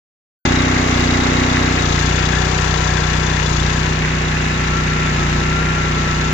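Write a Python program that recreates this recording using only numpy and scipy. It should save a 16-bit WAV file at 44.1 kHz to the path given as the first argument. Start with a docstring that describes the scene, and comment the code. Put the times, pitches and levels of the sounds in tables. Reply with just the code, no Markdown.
"""After a brief silence an engine bursts in at full work: a compact loader digging with a chain trencher.
Its four-stroke V-twin, near 3700 rpm, throbs at the exhaust, knocks in its covers and clatters after
each firing, while the fan hums and fan and pump whine. The chain grinds through soil, links clink and
stones strike; once a lap its drag slows the engine and the governor hunts back. The listener steps from
the boom tip past the arm to the wheel, where the fan's blade tone comes in."""
import sys
import numpy as np
from scipy import signal
from scipy.fft import rfft, irfft, next_fast_len
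from scipy.io import wavfile
from scipy.ndimage import map_coordinates

SR = 44100
rng = np.random.default_rng(int(sys.argv[2]) if len(sys.argv) > 2 else 0)


def materialize(psi):
    """Save the field psi as 16-bit PCM at rate SR to the path in sys.argv[1].

    A 1-D psi becomes a single channel; in a 2-D psi each row is a channel.
    """
    bounded = np.clip(np.atleast_2d(psi).T, -1, 1)
    quanta = np.round(bounded * 32767).astype(np.int16)
    wavfile.write(sys.argv[1], SR, quanta)


N = 279153

START_S, TOP_HZ = 0.451, 15200
SET_CYCLE_HZ = 30.673  # four-stroke cycles a second that the governor aims for
SECOND_FIRING = 270 / 720  # share of a cycle between the two cylinders
DRAG_RISE_S, THROTTLE_LAG_S = 0.268, 0.13
# Gain for each Hz of sag: the throttle opens and the firing hardens, while chain and fan slow down.
EXHAUST_DB_PER_HZ, CLATTER_DB_PER_HZ, CHAIN_DB_PER_HZ, BLADE_DB_PER_HZ = 1, 1, -0.3, -5

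# The listener's walk. Each row: time in seconds, place (0 boom tip, 1 arm, 2 wheel).
WALK = [(1.62, 0), (1.98, 0.54), (3.1, 1.2), (3.9, 1.45), (4.04, 1.93)]
# Drags of the chain. Each row: peak time in seconds, sag in Hz, settling in seconds, hunting rate in Hz.
DRAGS = [(0.358, 1.554, .439, 1.435), (1.968, 1.319, .288, 1.115), (3.559, 1.202, .405, 0.969),
         (5.252, 1.195, .72, 1.194)]
# Exhaust harmonics 1-11 with a steady fan hum near 370 Hz at the 12th; then the whine of fan and pump.
# Each row: multiple of the cycle rate, relative level in dB at the boom tip, at the arm, at the wheel.
EXHAUST_AND_FAN_HUM = [(1, -36, -36, -38), (2, -24, -22, -24), (3, -24, -25.5, -30.5), (4, -31, -31, -33),
                       (5, -25.5, -23, -22.5), (6, -33, -36, -32), (7, -42, -35, -33),
                       (8, -23, -39.5, -32.5), (9, -26, -42, -39), (10, -32, -41, -45), (11, -32, -43, -37),
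                       (12, -33, -33, -34)]
WHINE_HARMONICS = [(24, -32.5, -33, -46), (32, -48, -35, -44), (36, -32, -37, -38), (44, -35, -32.5, -44),
                   (48, -36, -43, -38), (57, -42, -42, -41)]
# Sources as heard from boom tip, arm and wheel in turn. Each row: left gain in dB, right gain in dB.
COVER_GAINS = [(-26.5, -24.5), (-25, -34.5), (-32, -28.5)]
PANEL_GAINS = [(-50, -44), (-28, -45), (-35.5, -57.5)]
CLATTER_GAINS = [(-23, -33.5), (-24, -38.5), (-26, -34.5)]
WHINE_GAINS = [(0, -4.5), (2, -17.5), (2.5, -8)]
GRIND_GAINS = [(-21.5, -23), (-20.5, -28), (-22.5, -23)]
BOOM_GAINS = [(-3.5, -23.5), (-3, -3), (-11, -18)]
# Spectral envelopes of the noisy sources. Each row: frequency in Hz, gain in dB.
RUMBLE_SPECTRUM = [(15, 0), (35, -14), (90, -4), (180, -3), (290, -1.5), (380, -6), (450, -10.5),
                   (600, -14), (1200, -66)]
COVER_SPECTRUM = [(200, -46), (330, -1), (400, 2.5), (520, -0.5), (680, -2.5), (820, 0.5), (1000, -2),
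                  (1200, -0.5), (1400, -2), (1700, -31), (3000, -69)]
TICK_SPECTRUM = [(2000, -26), (2800, 2), (3150, 1.5), (3500, 1), (3900, 0), (4300, 2.5), (5300, -1.5),
                 (5900, 0.5), (6300, 1), (6900, 0), (7400, -6.5), (7850, -10), (8300, -41), (10000, -62)]
GRIND_SPECTRUM = [(800, -63), (1250, -13), (1500, -2), (1720, -1), (1900, 0), (2100, -1.5), (2400, -3),
                  (2800, -2.5), (3100, -11.5), (4500, -58)]
STONE_SPECTRUM = [(1800, 1.5), (3500, 3), (7200, 4.0), (8800, -24), (11000, -11.5)]
# The recorder's faint high hiss. Each row: frequency in Hz, gain in dB.
HISS_SPECTRUM = [(8000, -49), (10100, -34), (10600, 2.5), (15000, -3)]
# Modes of the engine's thin tinware. Each row: frequency in Hz, width in Hz, relative level in dB.
TIN_MODES = [(3467, 184, 3), (3930, 83, -2), (4800, 82, -2.5), (5890, 180, -4.5), (7000, 125, -1.5)]
# Modes of the chain's steel. 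Each row: frequency in Hz, relative level in dB, 60 dB decay in seconds.
STEEL_MODES = [(1716, 1, 0.056), (2240, -9, 0.024), (2720, -14, .04), (3900, -7, .04)]
# Stones striking the steel. Each row: start in seconds, ring gain in dB, crack gain in dB.
STONE_STRIKES = [(0.998, -34, -22), (2.598, -35, -27), (4.349, -31, -33), (5.151, -17.5, -29),
                 (5.589, -29, -29)]
# Rise of the fan's blade tone beside the engine. Each row: time in seconds, relative level in dB.
BLADE_RISE = [(4.2, -63), (4.65, -31.5)]
# Colouring of the clatter at the right ear. Each row: frequency in Hz, gain in dB.
RIGHT_EAR_TREBLE = [(3000, -5), (3700, 7), (4400, -4.5), (5500, -3), (7000, -10.5), (8000, -1)]
# Likeness of the sound at the two ears. Each row: frequency in Hz, coherence from 0 to 1.
EAR_COHERENCE = [(100, 0.86), (300, 1), (420, 0.97), (550, 0.28), (800, 0.09), (1200, 0.18), (1750, 0.16),
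                 (2500, 0.072), (3500, 0.79), (5400, 0.64), (7500, 0.096)]
# Later arrival at the right ear. Each row: frequency in Hz, delay in seconds.
EAR_DELAY = [(350, 0.00029), (1200, 0.000564)]


def amp(db):
    """Amplitude grows tenfold for every 20 dB."""
    return 10 ** (np.asarray(db) / 20)


def unit(x):
    """Normalisation brings each channel to rms 1."""
    return x / np.sqrt(np.mean(x ** 2, axis=-1, keepdims=True) + 1e-20)


def along(points, hz):
    """Interpolation of (Hz, value) points on a logarithmic frequency axis."""
    freqs, values = np.transpose(points)
    return np.interp(np.log(hz + 1), np.log(freqs + 1), values)


def timeline(points):
    """Linear interpolation of (seconds, value) points at every sample."""
    return np.interp(np.arange(N) / SR, *np.transpose(points))


def blend(values, place):
    """Linear interpolation between the values at boom tip, arm and wheel."""
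    return np.interp(place, np.arange(3), values)


def at_ears(gains, place):
    """A source's gain in dB at each ear depends on where the listener stands."""
    return np.array([blend(ear, place) for ear in np.transpose(gains)])


def wobble(rate):
    """Smooth random modulation: a spline through rate random knots a second."""
    return map_coordinates(rng.standard_normal(int(N * rate / SR) + 4), [np.arange(N) * rate / SR])


def noise():
    """Two uncorrelated white noises."""
    return rng.standard_normal((2, N))


def grains(rate, spread_db):
    """Shot noise: tiny random impacts of uneven size, rate a second."""
    return unit(noise() * (rng.random((2, N)) < rate / SR) * amp(spread_db * rng.uniform(-2.9, 1, (2, N))))


def filtered(x, response):
    """Linear filtering multiplies the spectrum by a frequency response."""
    size = next_fast_len(N + 8192)
    return irfft(rfft(x, size) * response(np.fft.rfftfreq(size, 1 / SR)), size)[..., :N]


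def binaural(pair, spectrum):
    """The share of mid to side in two coloured, uncorrelated signals sets the coherence of the ears."""
    def response(hz):
        angle = np.arccos(np.clip(along(EAR_COHERENCE, hz), -1, 1)) / 2
        return amp(along(spectrum, hz)) * np.array([np.cos(angle), np.sin(angle)])
    mid, side = filtered(pair, response)
    return unit(np.array([mid + side, mid - side]))


def ringing(x, modes):
    """Forced resonance: x drives steep-skirted (Hz, width in Hz, dB) modes; the result has rms 1."""
    def response(f):
        return sum(amp(db) * (1j * f * 1.5 * width / (hz * hz - f * f + 1j * f * 0.84 * width)) ** 2
                   for hz, width, db in modes)
    return unit(filtered(x, response))


def governor_sag(lag_s=0):
    """Underdamped feedback: the cycle rate's shortfall in Hz builds with each drag, then swings out."""
    t = np.arange(N) / SR - lag_s
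    sag = np.zeros(N)
    for peak_s, depth_hz, settle_s, hunt_hz in DRAGS:
        age = t - peak_s
        envelope = np.exp(-np.where(age < 0, (age / DRAG_RISE_S) ** 2, age / settle_s))
        sag += depth_hz * envelope * np.cos(2 * np.pi * hunt_hz * age)
    return sag


def burst(crank, angle, decay):
    """A periodic envelope rises at one crank angle and decays exponentially; both are in cycles."""
    age = (crank - angle) % 1
    return (1 - np.exp(-age / 0.12)) * np.exp(-age / decay)


def knocks(crank, repeat, size=1024):
    """Partly periodic excitation: the share repeat of its power recurs in every engine cycle."""
    patterns = irfft(np.exp(2j * np.pi * rng.random((2, size // 2 + 1))))
    cyclic = unit(np.array([np.interp(crank % 1, np.arange(size) / size, p) for p in patterns]))
    return np.sqrt(repeat) * cyclic + np.sqrt(1 - repeat) * noise()


def exhaust_and_fan_hum(crank, place, angle=0.361, skew=1.6, scatter=0.11, held_order=6, size=64):
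    """Harmonic series: periodic exhaust puffs give multiples 1-11; the fan hums steadily at the 12th."""
    levels = np.array(EXHAUST_AND_FAN_HUM)[:, 1:]
    # The pipe's resonances smear each puff in time; skew deepens the suction after it.
    log_gain = np.log(amp(np.pad(levels, ((1, size - len(levels)), (0, 0)), constant_values=-44)))
    minimum_phase = -signal.hilbert(np.r_[log_gain, log_gain[-2:0:-1]], axis=0).imag[:size]
    phase = skew + np.array([0.55, 0.4, 0.65]) * minimum_phase
    # Echoes off the bodywork scatter the phases of the upper harmonics.
    above_held = np.arange(size) - held_order
    phase += scatter * np.maximum(above_held, 0)[:, None] * rng.standard_normal((size, 1))
    # Beside the wheel a standing wave holds one harmonic back and draws the puffs into a drone.
    phase[:, 2] += np.angle((above_held + 0.24j) ** 2)
    turn = 2 * np.pi * (crank - angle + 0.002 * wobble(14))
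    tone = sum(amp(blend(db, place) + 0.56 * wobble(10)) * np.cos(k * turn + blend(phase[k], place))
               for k, db in enumerate(levels, 1))
    throttle_db = EXHAUST_DB_PER_HZ * governor_sag(THROTTLE_LAG_S)
    return np.sqrt(2) * tone * amp(throttle_db + 0.41 * wobble(25))


def gas_rumble(crank, place):
    """Turbulence in the gas leaving the pipe radiates low noise that swells slightly with each puff."""
    puff = unit(2.0 + 0.43 * burst(crank, angle=0.33, decay=0.084))
    return amp(blend([-30, -30.5, -31.5], place)) * puff * binaural(noise(), RUMBLE_SPECTRUM)


def cover_knock(crank, place):
    """Forced vibration: pistons and gears shake the engine covers, and the arm's side panel resonates."""
    throb = unit(1 + 0.53 * burst(crank, angle=0.48, decay=0.42))
    panel = amp(at_ears(PANEL_GAINS, place)) * ringing(throb * noise()[0], [(1000, 200, 0)])
    covers = binaural(throb * knocks(crank, repeat=0.23), COVER_SPECTRUM)
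    return amp(at_ears(COVER_GAINS, place) + 2.5) * covers + panel


def clatter_and_hiss(crank, place, sag, angle=0.301):
    """Impact excitation: each firing sprays bright ticks and rings the tinware; recorder hiss follows."""
    first = burst(crank, angle, decay=0.073)
    second = burst(crank, angle + SECOND_FIRING, decay=0.24)
    throb = unit(1 + blend([1.4, 2.1, 0.9], place) * (first + 1.63 * second))
    ticks = knocks(crank, repeat=0.017) + 0.48 * grains(rate=2000, spread_db=-8.0)
    # Mostly the second cylinder shakes the tin, by a new amount each cycle.
    shaking = lambda: unit((0.66 * first + second) * amp(2.3 * wobble(30))) * noise()
    tin = amp(blend([-10, -2.5, -11], place)) * ringing(shaking(), TIN_MODES)
    shield = amp(blend([-8, -16, -12], place)) * ringing(shaking(), [(3830, 150, 0)])
    left, right = binaural(throb * ticks, TICK_SPECTRUM) + tin + shield
    right = unit(filtered(right, lambda hz: amp(along(RIGHT_EAR_TREBLE, hz))))
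    level_db = at_ears(CLATTER_GAINS, place) + CLATTER_DB_PER_HZ * sag - 1.14
    return amp(level_db) * (np.array([left, right]) + recorder_hiss(throb, ticks))


def recorder_hiss(throb, ticks):
    """Amplitude modulation: the recorder's faint hiss above 10 kHz pulses with the clatter."""
    return amp([[-28], [-22]]) * np.sqrt(throb) * binaural(ticks, HISS_SPECTRUM)


def fan_and_pump(crank, place):
    """Periodic forcing by fan blades and pump pistons radiates tones locked to the shaft speed."""
    turn = 2 * np.pi * crank
    tones = sum(amp(blend(db, place) + wobble(8)) * np.sin(k * turn + 0.2 * wobble(20))
                for k, *db in WHINE_HARMONICS)
    return np.sqrt(2) * tones * amp(at_ears(WHINE_GAINS, place))


def chain_grind(place, sag):
    """Friction of teeth in gritty soil makes noise and drives resonances of the boom and its guard."""
    grit = lambda: noise() + 0.7 * grains(rate=700, spread_db=11.5)
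    boom = amp(at_ears(BOOM_GAINS, place) + 1.8 * wobble(15)) * ringing(grit()[0], [(1660, 355, 0)])
    guard = amp(blend([-5, -18, -11], place)) * ringing(grit()[0], [(2070, 350, 0)]) * amp([[-3], [2]])
    level_db = at_ears(GRIND_GAINS, place) + CHAIN_DB_PER_HZ * sag - 2.0 + 0.22 * wobble(18)
    return amp(level_db) * (binaural(grit(), GRIND_SPECTRUM) + boom + guard)


def clink(t, vary_db):
    """Free vibration: struck steel rings in damped modes, varying in strength and pitch at each blow."""
    ring = np.zeros(len(t))
    for hz, db, t60 in STEEL_MODES:
        envelope = amp(db + vary_db * rng.normal() - 60 * t / t60)
        ring += envelope * np.sin(2 * np.pi * hz * (1 + 0.0083 * rng.normal()) * t)
    return ring * (1 - np.exp(-t / 0.0022))  # soil cushions the attack


def chain_links(place, link_hz=6.2):
    """A nearly periodic train of impacts: each link rings as it drops onto the sprocket."""
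    t = np.arange(SR // 8) / SR
    links = np.zeros(N + SR)
    for due_s in np.arange(START_S, N / SR, 1 / link_hz):
        onset = int((due_s + 0.015 * rng.normal()) * SR)
        links[onset:onset + len(t)] += clink(t, vary_db=4.5)
    return links[:N] * amp(blend([-31, -28, -33], place)) * amp([[2], [-4]])


def stone_strikes():
    """A hard impact has a broad spectrum: each stone gives a short crack and leaves the steel ringing."""
    t = np.arange(SR // 8) / SR
    stones = np.zeros(N + SR)
    for start_s, ring_db, crack_db in STONE_STRIKES:
        crack = amp(crack_db - 60 * t / 0.014) * rng.standard_normal(len(t))
        stones[int(start_s * SR):][:len(t)] += amp(ring_db) * clink(t, vary_db=5.0) + crack
    return filtered(stones, lambda hz: amp(along(STONE_SPECTRUM, hz)))


def blade_tone(crank, sag, order=44):
    """Turbulence modulates the fan's blade-passing tone in amplitude and phase, making it rough."""
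    level_db = timeline(BLADE_RISE) + BLADE_DB_PER_HZ * sag + 2.8 * wobble(30)
    phase = 2 * np.pi * order * crank + 0.65 * wobble(70)
    return np.sqrt(2) * amp(level_db) * np.sin(phase) * amp([[5], [-8]])


def scene():
    """Superposition: engine parts on one crank angle add to the chain and reach the left ear first."""
    sag = governor_sag()
    crank = np.cumsum(SET_CYCLE_HZ - sag) / SR  # in four-stroke cycles
    place = timeline(WALK)
    mix = exhaust_and_fan_hum(crank, place) + gas_rumble(crank, place)
    mix += cover_knock(crank, place) + clatter_and_hiss(crank, place, sag)
    mix += fan_and_pump(crank, place) + blade_tone(crank, sag)
    left, right = mix + chain_grind(place, sag) + chain_links(place) + stone_strikes()
    right = filtered(right, lambda hz: np.exp(-2j * np.pi * hz * along(EAR_DELAY, hz)))
    return np.array([left, right])


def record(dry, surge_db=7.0):
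    """Gating and band limiting: an abrupt opening with a brief surge, and nothing above TOP_HZ."""
    age = np.maximum(np.arange(N) / SR - START_S, 0)
    opening = np.minimum(age / 0.0026, 1) * amp(surge_db * np.exp(-age / 0.0098))
    return filtered(dry * opening, lambda hz: hz < TOP_HZ)


dry = scene()
out = record(dry)
materialize(out)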